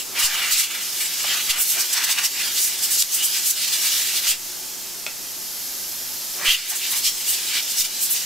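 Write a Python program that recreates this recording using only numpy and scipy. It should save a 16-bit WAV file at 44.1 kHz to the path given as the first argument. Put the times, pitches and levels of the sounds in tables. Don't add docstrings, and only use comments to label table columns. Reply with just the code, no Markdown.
import sys
import numpy as np
from scipy import signal
from scipy.fft import rfft, irfft
from scipy.io import wavfile
from scipy.ndimage import uniform_filter1d

SR = 44100
rng = np.random.default_rng(int(sys.argv[2]) if len(sys.argv) > 2 else 0)


def int16_out(signal):
    q = np.round(np.clip(np.atleast_2d(signal).T, -1, 1) * 32767)
    wavfile.write(sys.argv[1], SR, q.astype(np.int16))


N = 363825
TOP_HZ = 15720
FRAME, HOP = 512, 128
TIME = np.arange(N) / SR
FRAME_S = np.arange(N // HOP + 2) * HOP / SR
BIN_HZ = np.maximum(np.arange(FRAME // 2 + 1), .5)[:, None] * SR / FRAME

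# start/s, end/s, level/dB, spectral knee/Hz
DIPS = [(0.173, 0.528, -22.5, 1730), (.52, 0.652, -16.5, 2920), (0.666, 0.816, -26.5, 1880),
        (1.012, 1.065, -25.5, 2300), (1.262, 1.412, -25, 2160), (1.49, 1.61, -24.5, 1650),
        (1.73, 1.85, -27.5, 1900), (1.944, 2.045, -23, 1700), (2.081, 2.142, -22, 1840),
        (2.165, 2.262, -26.5, 1830), (2.352, 2.514, -25.5, 2300), (2.66, 2.78, -26, 3020),
        (2.884, 2.924, -28, 2000), (3.333, 3.389, -23.5, 3330), (3.56, 3.664, -25, 3320),
        (3.824, 3.935, -24.5, 3800), (4.258, 4.34, -24, 2350), (6.397, 6.47, -30, 1200),
        (6.55, 6.696, -24.5, 2800), (6.712, 6.761, -25, 1920), (6.82, 6.87, -23.5, 2900),
        (6.927, 6.968, -25, 1700), (7.172, 7.22, -26, 4600), (7.28, 7.4, -27, 3150),
        (7.41, 7.517, -29, 2860), (7.52, 7.602, -23, 2620), (8.142, 8.188, -22.5, 3700)]
# f/Hz, width/Hz, lift/dB
HOLLOW = [(1944, 49, 5), (2360, 64, 8), (2720, 42, 5.5), (2944, 89, 7), (4820, 160, 2), (7900, 420, 3),
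          (10050, 5500, -3), (12200, 1700, 2)]


def gas(flutter_db=1.18, patchy_db=1.63, glove_echo=0.2, glove_lag_s=.0013, sway=0.212, open_width=0.69):
    # f/Hz, level/dB
    side_points = [(300, -31), (1000, -8), (2300, -15), (3200, -14), (5000, -5), (8000, -4.5),
                   (12000, -0.5), (16000, 4)]
    jet_power, jet_db = free_jet()
    rush_power, rush_gain = container_rush()
    power = jet_power + rush_power + rim_spurts() + cavity_tone() + whooshes()

    lag_s = glove_lag_s * np.exp(sway * walk(2.45))
    comb = 1 + glove_echo * np.cos(2 * np.pi * BIN_HZ * lag_s)

    contact = rush_gain / (rush_gain + undb(jet_db - 11.5))
    patches = uniform_filter1d(walk(22, count=len(BIN_HZ)), size=9, axis=0)
    patches /= patches.std()
    flutter = undb(contact * (flutter_db * walk(60) + patchy_db * patches))
    gain = np.sqrt(power) * comb * flutter

    width = colour(side_points, BIN_HZ) * (open_width + (1 - open_width) * contact)
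    noise = rng.standard_normal((2, (len(FRAME_S) - 1) * HOP))
    mid, side = signal.stft(noise, nperseg=FRAME, noverlap=FRAME - HOP)[2]
    shaped = gain * spread(mid, side, width)
    return signal.istft(shaped, nperseg=FRAME, noverlap=FRAME - HOP)[1][:, :N]


def free_jet(offset_db=5.0, shield_db=-3):
    # t/s, level/dB
    level_points = [(0.0, -38.5), (0.2, -34.5), (0.34, -34), (0.82, -32.5), (1.15, -32), (1.77, -30),
                    (2.09, -31), (2.78, -30), (4.16, -30), (4.3, -35), (5.08, -37.5), (5.65, -34),
                    (6.25, -34), (6.69, -29.5), (6.87, -31), (7.74, -33.5), (7.9, -35), (8.25, -33.5)]
    # f/Hz, level/dB
    jet_points = [(150, -32.5), (700, -20), (1500, -9.5), (2400, -7), (2950, -3.5), (3700, -2), (5200, 2.5),
                  (6600, 2.5), (8000, 0), (9500, -2.5), (12100, 0.5), (14500, 0), (16000, -7)]
    # t/s, aim/0-1
    aim_points = [(5.0, 0), (5.4, .8), (5.9, 1), (6.3, 0.6), (6.5, 0)]
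    # f/Hz, width/Hz, lift/dB
    beam_modes = [(5160, 910, 1.5), (8800, 2900, -1), (12000, 2500, 5)]
    dipped = sum(stay(start, end) for start, end, _, _ in DIPS)
    level_db = np.interp(FRAME_S, *np.transpose(level_points)) + offset_db + shield_db * dipped
    beam = resonances(beam_modes, BIN_HZ) ** np.interp(FRAME_S, *np.transpose(aim_points))
    return unit(colour(jet_points, BIN_HZ) * beam) * undb(level_db) ** 2, level_db


def container_rush(wander_db=1.5, wander_hz=3):
    # start/s, end/s, level/dB, spectral knee/Hz
    holds = [(-.2, 0.023, -28, 3500), (.17, 3.04, -30, 2970), (3.1, 4.35, -28, 3680),
             (6.46, 8.4, -30, 3600)]
    start_s, end_s, db, knee_hz = np.transpose(holds + DIPS)[:, :, None]
    rush = stay(start_s, end_s) * undb(db + wander_db * walk(wander_hz)) ** 2
    spectra = unit(resonances(HOLLOW, BIN_HZ) * eddies(knee_hz.T, rise=4.0, fall=1.22))
    return spectra @ rush, np.sqrt(rush.sum(axis=0))


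def rim_spurts():
    # t/s, peak/dB, sigma/s, spectral knee/Hz
    crossings = [(0.199, -16.5, 0.0065, 7110), (0.252, -13.5, 0.015, 4870), (0.529, -11.5, 0.0087, 5460),
                 (0.603, -14, 0.017, 5100), (1.028, -24, 0.026, 6490), (1.247, -26.5, 0.0033, 800),
                 (1.508, -11.5, 0.0072, 3270), (1.615, -15, 0.015, 9500), (1.703, -18.5, 0.026, 8000),
                 (1.809, -17, 0.0097, 5930), (1.936, -15, 0.004, 6140), (2.046, -16.5, 0.0045, 6120),
                 (2.117, -13.5, 0.0079, 4460), (2.186, -15.5, 0.0062, 2050), (2.253, -14.5, 0.0081, 4580),
                 (2.58, -20.5, 0.011, 4110), (2.638, -18.5, 0.029, 7450), (2.841, -19, 0.011, 5660),
                 (2.93, -19, 0.02, 6400), (3.005, -11.5, 0.011, 5830), (3.024, -4, 0.001, 4740),
                 (3.148, -17, 0.014, 7450), (3.253, -15.5, 0.0089, 8240), (3.474, -16.5, 0.011, 6740),
                 (3.509, -12, 0.0049, 6600), (3.734, -16.5, 0.0067, 4300), (3.867, -24, 0.0086, 6500),
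                 (4.105, -27, 0.016, 2800), (4.171, -21.5, 0.01, 4600), (4.297, -12, 0.011, 5770),
                 (6.484, -15, 0.013, 1970), (6.518, -10, 0.023, 3120), (6.704, -18.5, 0.0096, 8800),
                 (6.722, -32, 0.011, 990), (6.762, -20, 0.0085, 8420), (6.918, -20.5, 0.0067, 8410),
                 (6.973, -22, 0.015, 7900), (7.07, -12.5, 0.013, 4200), (7.303, -17.5, 0.013, 8330),
                 (7.343, -22.5, 0.011, 4070), (7.706, -23.5, 0.013, 5730), (7.803, -15, 0.014, 5130),
                 (7.852, -19.5, 0.0082, 3870), (8.039, -18.5, 0.014, 8950), (8.123, -17, 0.012, 10000)]
    s, db, sigma_s, knee_hz = np.transpose(crossings)[:, :, None]
    spectra = unit(resonances(HOLLOW, BIN_HZ) * eddies(knee_hz.T, rise=4.66, fall=1.59))
    return spectra @ swell(s, db, sigma_s)


def cavity_tone(cavity_hz=2990, half_width_hz=330):
    # t/s, peak/dB, sigma/s
    blows_across = [(0.239, -21, 0.01), (1.308, -25, 0.013), (3.214, -29.5, .022), (3.635, -39, 0.039),
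                    (4.296, -26, 0.011), (6.495, -7, 0.013), (6.524, -15, 0.018)]
    band = unit(1 / (1 + ((BIN_HZ - cavity_hz) / half_width_hz) ** 2))
    return band * sum(swell(*row) for row in blows_across)


def whooshes(knee_hz=420):
    # t/s, peak/dB, sigma/s
    swirls = [(0.18, -42.5, 0.059), (1.302, -48, 0.023), (1.78, -38.5, 0.012), (6.42, -42, 0.038)]
    return unit(eddies(knee_hz, rise=3.7, fall=1.65)) * sum(swell(*row) for row in swirls)


def knocks(contact_s=0.00026, lowest_hz=300):
    # t/s, level/dB
    contacts = [(5.0647, -10), (5.0667, -33), (5.067, -25)]
    # f/Hz, level/dB, t60/s
    piece_modes = [(600, -14, 0.02), (1400, -15.5, 0.028), (2340, -15, 0.011), (2580, 3, 0.0068),
                   (3350, -2, 0.0087), (4170, -5, 0.0093), (5400, -4, .008), (7340, -5, .005)]
    t = TIME[:SR // 4]
    ring = sum(undb(db) * np.cos(2 * np.pi * hz * t) * undb(-60 * t / t60_s) for hz, db, t60_s in piece_modes)
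    blows = np.zeros(N)
    for s, db in contacts:
        blows[int(s * SR)] += undb(db)
    click = signal.fftconvolve(blows, ring * (1 - np.exp(-t / contact_s)))[:N]
    return signal.sosfilt(signal.butter(2, lowest_hz, "high", fs=SR, output="sos"), click)


def thumps(rise_s=0.0058, decay_s=0.052):
    # t/s, level/dB
    steps = [(.243, -27.5), (.525, -37), (1.5, -31), (2.255, -49), (2.995, -41), (4.292, -34), (6.483, -22),
             (7.07, -42), (7.8, -38)]
    out = np.zeros(N)
    for s, db in steps:
        age_s = np.maximum(TIME - s + rise_s / 2, 0)
        rise = np.sin(np.pi / 2 * np.minimum(age_s / rise_s, 1)) ** 2
        out += undb(db) * rise * np.exp(-age_s / decay_s)
    return out


def ventilation(rms_db=-44.0, pan_db=2.0):
    # f/Hz, level/dB
    air_points = [(20, 5), (60, -16), (95, -8), (150, 0.5), (230, -3), (330, -5), (470, -6.5), (630, -4.5),
                  (1200, -8), (3000, -11), (12000, -28.5)]
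    # f/Hz, width/Hz, lift/dB
    duct_modes = [(118.7, 4.1, 13.8), (267, 35, 4), (367, 41, 8.8), (871, 30, 6.5)]
    # f/Hz, level/dB
    side_points = [(25, 15), (60, 10), (125, 11.5), (250, 0), (500, -4), (1500, -13.5)]
    hz = np.maximum(np.arange(N // 2 + 1) * SR / N, 1)
    noise = rfft(rng.standard_normal((2, N)))
    mid, side = noise * colour(air_points, hz) * resonances(duct_modes, hz)
    air = irfft(spread(mid, side, colour(side_points, hz)), N)
    return air / air.std() * undb(rms_db + np.array([[pan_db], [-pan_db]]) / 2)


def room(x, shared_db, apart_db, t60_s):
    t = TIME[:SR // 3]
    tails = rng.standard_normal((2, len(t))) * undb(-60 * t / t60_s) * (t > .002)
    shared, apart = tails / np.linalg.norm(tails, axis=1, keepdims=True)
    echoes = undb(shared_db) * shared + undb(apart_db) * np.array([apart, -apart])
    echoes[:, 0] = 1
    return signal.fftconvolve(np.atleast_2d(x), echoes / np.linalg.norm(echoes[0]), axes=1)[:, :N]


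def undb(db):
    return 10 ** (np.asarray(db) / 20)


def colour(points, hz):
    f, db = np.transpose(points)
    return undb(np.interp(np.log(hz), np.log(f), db))


def resonances(modes, hz):
    return undb(sum(db / (1 + (2 * (hz - f) / width) ** 2) for f, width, db in modes))


def walk(rate_hz, count=1):
    k = max(int(SR / HOP / rate_hz), 1)
    rows = uniform_filter1d(uniform_filter1d(rng.standard_normal((count, len(FRAME_S))), k), k)
    return rows / rows.std()


def unit(gain):
    power = gain ** 2 * (BIN_HZ < TOP_HZ + SR / FRAME)
    return power / power.mean(axis=0)


def eddies(knee_hz, rise, fall):
    ratio = BIN_HZ / knee_hz
    return np.sqrt(ratio ** rise / (1 + ratio ** (rise + fall)))


def swell(s, db, sigma_s):
    return undb(db) ** 2 * np.exp(-.5 * ((FRAME_S - s) / sigma_s) ** 2)


def stay(start_s, end_s, move_in_s=0.015, move_out_s=0.012):
    arrive = (1 + np.tanh((FRAME_S - start_s) / move_in_s)) / 2
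    leave = (1 - np.tanh((FRAME_S - end_s) / move_out_s)) / 2
    return arrive * leave


def spread(mid, side, width):
    return np.array([mid + width * side, mid - width * side]) / np.sqrt(1 + width ** 2)


def scene(gas_pan_db=-0.74):
    pan = undb(np.array([[gas_pan_db], [-gas_pan_db]]) / 2)
    hiss = room(gas(), shared_db=-9.5, apart_db=-24.0, t60_s=0.13) * pan
    click = room(knocks(), shared_db=-2.5, apart_db=-12, t60_s=0.18)
    return hiss + click + thumps() + ventilation()


def gain_control(x, threshold_db=-18, slope=0.71, release_db_per_s=26):
    mean_power = uniform_filter1d(np.mean(x ** 2, axis=0), size=500)
    level_db = 10 * np.log10(np.maximum(mean_power, 1e-12))
    over_db = np.maximum(level_db - threshold_db, 0) * slope
    release_db = release_db_per_s * TIME
    held_db = np.maximum.accumulate(over_db + release_db) - release_db
    return x * undb(-held_db)


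def record(dry):
    top_cut = signal.ellip(12, .1, 80, TOP_HZ, fs=SR, output="sos")
    return signal.sosfilt(top_cut, gain_control(dry))


dry = scene()
out = record(dry)
int16_out(out)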